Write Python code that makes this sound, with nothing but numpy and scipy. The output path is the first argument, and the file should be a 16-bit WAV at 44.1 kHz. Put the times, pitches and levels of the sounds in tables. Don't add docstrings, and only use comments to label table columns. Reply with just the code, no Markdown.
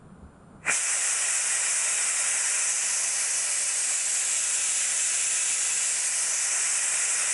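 import sys
import numpy as np
from scipy import signal
from scipy.fft import rfft, irfft
from scipy.io import wavfile
from scipy.ndimage import uniform_filter1d

SR = 44100
rng = np.random.default_rng(int(sys.argv[2]) if len(sys.argv) > 2 else 0)


def to_wav(s):
    ch = np.atleast_2d(s).T
    pcm = np.round(np.clip(ch, -1, 1) * 32767)
    wavfile.write(sys.argv[1], SR, pcm.astype(np.int16))


N = 323253
TIME = np.arange(N) / SR
FFT_SIZE, HOP = 2048, 256
FRAME_TIME = np.arange(N // HOP + 9) * HOP / SR
BIN_HZ = np.fft.rfftfreq(FFT_SIZE, 1 / SR)
TOP_HZ = 11110


# f/Hz, level/dB
HISS_EQ = [(70, -52), (160, -32.5), (280, -28), (600, -16.5), (1180, -16), (1900, -6.5), (2700, -8),
           (3200, -15.5), (4050, -18.5), (4900, -11.5), (6000, -4.5), (7750, 0.5), (9700, -3.5),
           (11000, -6)]
# f/Hz, width/Hz, gain/dB
PORT_RESONANCES = [(662, 55, 3.9), (1006, 52, 3.4), (1197, 120, -4.1), (1320, 100, 3.5), (1444, 20, 4.4),
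                   (1483, 24, 3.3), (1593, 27, 4.6), (1688, 73, -3.5), (1914, 19, 2.5), (1984, 20, 3.6),
                   (2158, 42, -5.2), (2263, 28, 3.2), (2316, 18, 3.2), (2367, 24, 4.1), (2470, 36, 2.4),
                   (2583, 31, 5.1), (2855, 18, 4.7), (2939, 52, 4.6), (3826, 78, 2.2), (5449, 33, 3.1),
                   (5939, 60, 4.7), (6134, 60, 4.4), (6565, 26, 1.6), (6747, 18, 1.4), (7332, 18, 1.8),
                   (7872, 31, 2.8), (8332, 32, 2.2), (9599, 600, -5.0), (9710, 23, 3.5), (10473, 267, 2.9)]
# f/Hz, gain/dB
ROAR_EQ = [(150, 12), (500, 0.5), (1500, -0.5), (2500, -3), (2950, -15), (3500, -19), (4300, -17),
           (6000, -25), (7800, -17.5), (10500, -24)]

def ejector(jet_db=-9.5, eddy_db=0.49, flutter_db=0.51):
    port_db = sum(db / (1 + (2 * (BIN_HZ - hz) / width) ** 2) for hz, width, db in PORT_RESONANCES)
    hiss = shaped_noise(eq_curve(HISS_EQ, BIN_HZ) + port_db + height_colour() + eddy_db * eddies())
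    roar = equalise(hiss, ROAR_EQ)
    envelope_db, speed = valve(TIME)
    flow = gain_of(jet_db + envelope_db + flutter_db * wander(TIME, 4, 60))
    return flow * (roar + speed * (hiss - roar))


def valve(t, open_s=0.6976, attack_db_per_s=642, peak_db=9.5, hold_s=.016, drain_s=.05):
    age = t - open_s
    attack_db = attack_db_per_s * np.minimum(age, 0)
    surge_db = peak_db * np.exp(-np.maximum(age - hold_s, 0) / drain_s)
    speed = smooth_step(age, start_s=-.004, length_s=.058)
    return attack_db + surge_db, speed


def eddies(count=12):
    centres_hz = np.linspace(0, TOP_HZ, count)
    bands = np.maximum(1 - abs(BIN_HZ - centres_hz[:, None]) / centres_hz[1], 0)
    flutters = np.transpose([wander(FRAME_TIME, 2.5, 25) for _ in centres_hz])
    return flutters @ np.sqrt(bands)


# t/s, length/s, target height/cm
HAND_MOVES = [(2.35, .72, 2.35), (2.88, 2.1, 5.6), (5.36, 1.58, .33)]

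def gripper_height(t, rest_cm=0.11):
    cm = np.full(len(t), rest_cm)
    for start_s, length_s, target_cm in HAND_MOVES:
        cm += (target_cm - cm) * smooth_step(t, start_s, length_s)
    return cm


def height_colour(count=120):
    height_cm = gripper_height(FRAME_TIME)
    steps_cm = np.linspace(height_cm.min(), height_cm.max(), count)[:, None]
    colour_db = jet_beam(steps_cm) + surface_echoes(steps_cm) + nearby_echoes(steps_cm)
    nearest_step = abs(steps_cm - height_cm).argmin(axis=0)
    return colour_db[nearest_step]


# f/Hz, gain on the bench/dB, gain raised/dB
BEAM_EQ = [(300, 0.2, 0.1), (1000, 1.9, -3.0), (1250, 2.9, 0.8), (2000, 1.4, -1.2), (2900, 0.8, -0.7),
           (3600, 2.2, 5.2), (4100, -0.8, 2.4), (4550, -4.9, -0.5), (5200, 1.1, -0.2), (6200, -1.2, -2.2),
           (7500, 0.0, 0.7), (8700, -0.2, -1.2), (9400, 1.9, 3.4), (10500, -3.4, -3.2)]

def jet_beam(height_cm, flat_cm=3.02):
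    hz, bench_db, raised_db = np.transpose(BEAM_EQ)
    bench = eq_curve(np.c_[hz, bench_db], BIN_HZ)
    raised = eq_curve(np.c_[hz, raised_db], BIN_HZ)
    rise = height_cm / flat_cm - 1
    return bench * np.maximum(-rise, 0) + raised * np.maximum(rise, 0)


# echo gain/ratio, delay at zero height/ms, added delay/(ms per cm)
REFLECTORS = [(.125, .095, .0375), (.04, 1.57, .049)]

def surface_echoes(height_cm):
    comb_db = 0
    for gain, delay_ms, ms_per_cm in REFLECTORS:
        delay_s = (delay_ms + ms_per_cm * height_cm) / 1000
        comb_db += 20 * np.log10(abs(1 + gain * np.exp(-2j * np.pi * BIN_HZ * delay_s)))
    return comb_db


def nearby_echoes(height_cm, ripple_db=1.67, ms_per_cm=0.039, shelf_hz=1300, count=24):
    ripple = 0
    for distance, side, phase in rng.random((count, 3)):
        delay_ms = 1.5 + 9 * distance + ms_per_cm * (2 * side - 1) * height_cm
        ripple += np.cos(2 * np.pi * (BIN_HZ * delay_ms / 1000 + phase))
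    treble_weight = BIN_HZ / np.hypot(BIN_HZ, shelf_hz)
    return ripple_db * unit_rms(ripple) * treble_weight


# t/s, peak level/dB, f/Hz, swell and decay/s
THUMPS = [(.113, -44, 193, 0.011), (.215, -45, 72, 0.024), (.678, -34.5, 189, 0.007)]

def gripper_bumps():
    out = np.zeros(N)
    for start_s, db, hz, decay_s in THUMPS:
        age = np.maximum(TIME - start_s, 0)
        envelope = age / decay_s * np.exp(1 - age / decay_s)
        out += gain_of(db) * envelope * np.sin(2 * np.pi * hz * age)
    return out


def room_reverb(x, wet_db=-10, t60_s=0.24, predelay_s=.004):
    t = np.arange(SR // 2) / SR
    tail = rng.standard_normal(len(t)) * gain_of(-60 * t / t60_s) * (t > predelay_s)
    return x + gain_of(wet_db) * signal.fftconvolve(x, tail / np.linalg.norm(tail))[:N]


# f/Hz, level/dB
RUMBLE_EQ = [(30, -10.5), (70, -5.5), (110, -5), (190, 0), (300, -11.5), (500, -13), (800, -18.5),
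             (1400, -17.5), (1900, -33), (3000, -37.5), (6000, -46), (9500, -37), (11000, -44)]

def room_rumble(level_db=-50, swell_db=1.3, bass_hz=700):
    swell = swell_db * wander(FRAME_TIME, 3, 16)[:, None] / (1 + (BIN_HZ / bass_hz) ** 2)
    return gain_of(level_db) * shaped_noise(eq_curve(RUMBLE_EQ, BIN_HZ) + swell)


# f/Hz, rms level/dB
WHINE_TONES = [(7197, -80.5), (9001, -77)]

def electronic_whine():
    return sum(np.sqrt(2) * gain_of(db) * np.sin(2 * np.pi * hz * TIME) for hz, db in WHINE_TONES)


def gain_of(db):
    return 10 ** (np.asarray(db) / 20)


def unit_rms(x):
    return x / np.sqrt(np.mean(x ** 2) + 1e-20)


def smooth_step(t, start_s, length_s):
    return .5 - .5 * np.cos(np.pi * np.clip((t - start_s) / length_s, 0, 1))


def wander(t, slow_hz, fast_hz, count=40):
    rates_hz = np.geomspace(slow_hz, fast_hz, count)
    return unit_rms(sum(np.sin(2 * np.pi * (hz * t + rng.random())) / np.sqrt(hz) for hz in rates_hz))


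def eq_curve(points, hz):
    point_hz, db = np.transpose(points)
    return np.interp(np.log(hz + 1), np.log(point_hz + 1), db)


def equalise(x, points):
    hz = np.fft.rfftfreq(2 * N, 1 / SR)
    return irfft(rfft(x, 2 * N) * gain_of(eq_curve(points, hz)))[:N]


def shaped_noise(eq_db):
    real, imag = rng.standard_normal((2, len(FRAME_TIME), len(BIN_HZ)))
    frames = (real + 1j * imag) * gain_of(eq_db)
    _, noise = signal.istft(frames.T, nperseg=FFT_SIZE, noverlap=FFT_SIZE - HOP)
    return unit_rms(noise[:N])


def scene():
    mono = room_reverb(ejector() + gripper_bumps()) + room_rumble() + electronic_whine()
    return np.array([mono, mono])


def gain_control(x, threshold_db=-26, share=0.87, attack_s=0.0054, release_db_per_s=19):
    power = uniform_filter1d((x ** 2).mean(0), size=440)
    power_db = 10 * np.log10(abs(power) + 1e-12)
    release_db = release_db_per_s * TIME
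    held_db = np.maximum.accumulate(power_db + release_db) - release_db
    excess_db = np.maximum(held_db - threshold_db, 0)
    pole = np.exp(-1 / (attack_s * SR))
    return x * gain_of(-share * signal.lfilter([1 - pole], [1, -pole], excess_db))


def record(dry):
    high_cut = signal.firwin(1023, TOP_HZ, window=("kaiser", 9), fs=SR)
    return signal.oaconvolve(gain_control(dry), high_cut[None], "same", axes=1)


dry = scene()
out = record(dry)
to_wav(out)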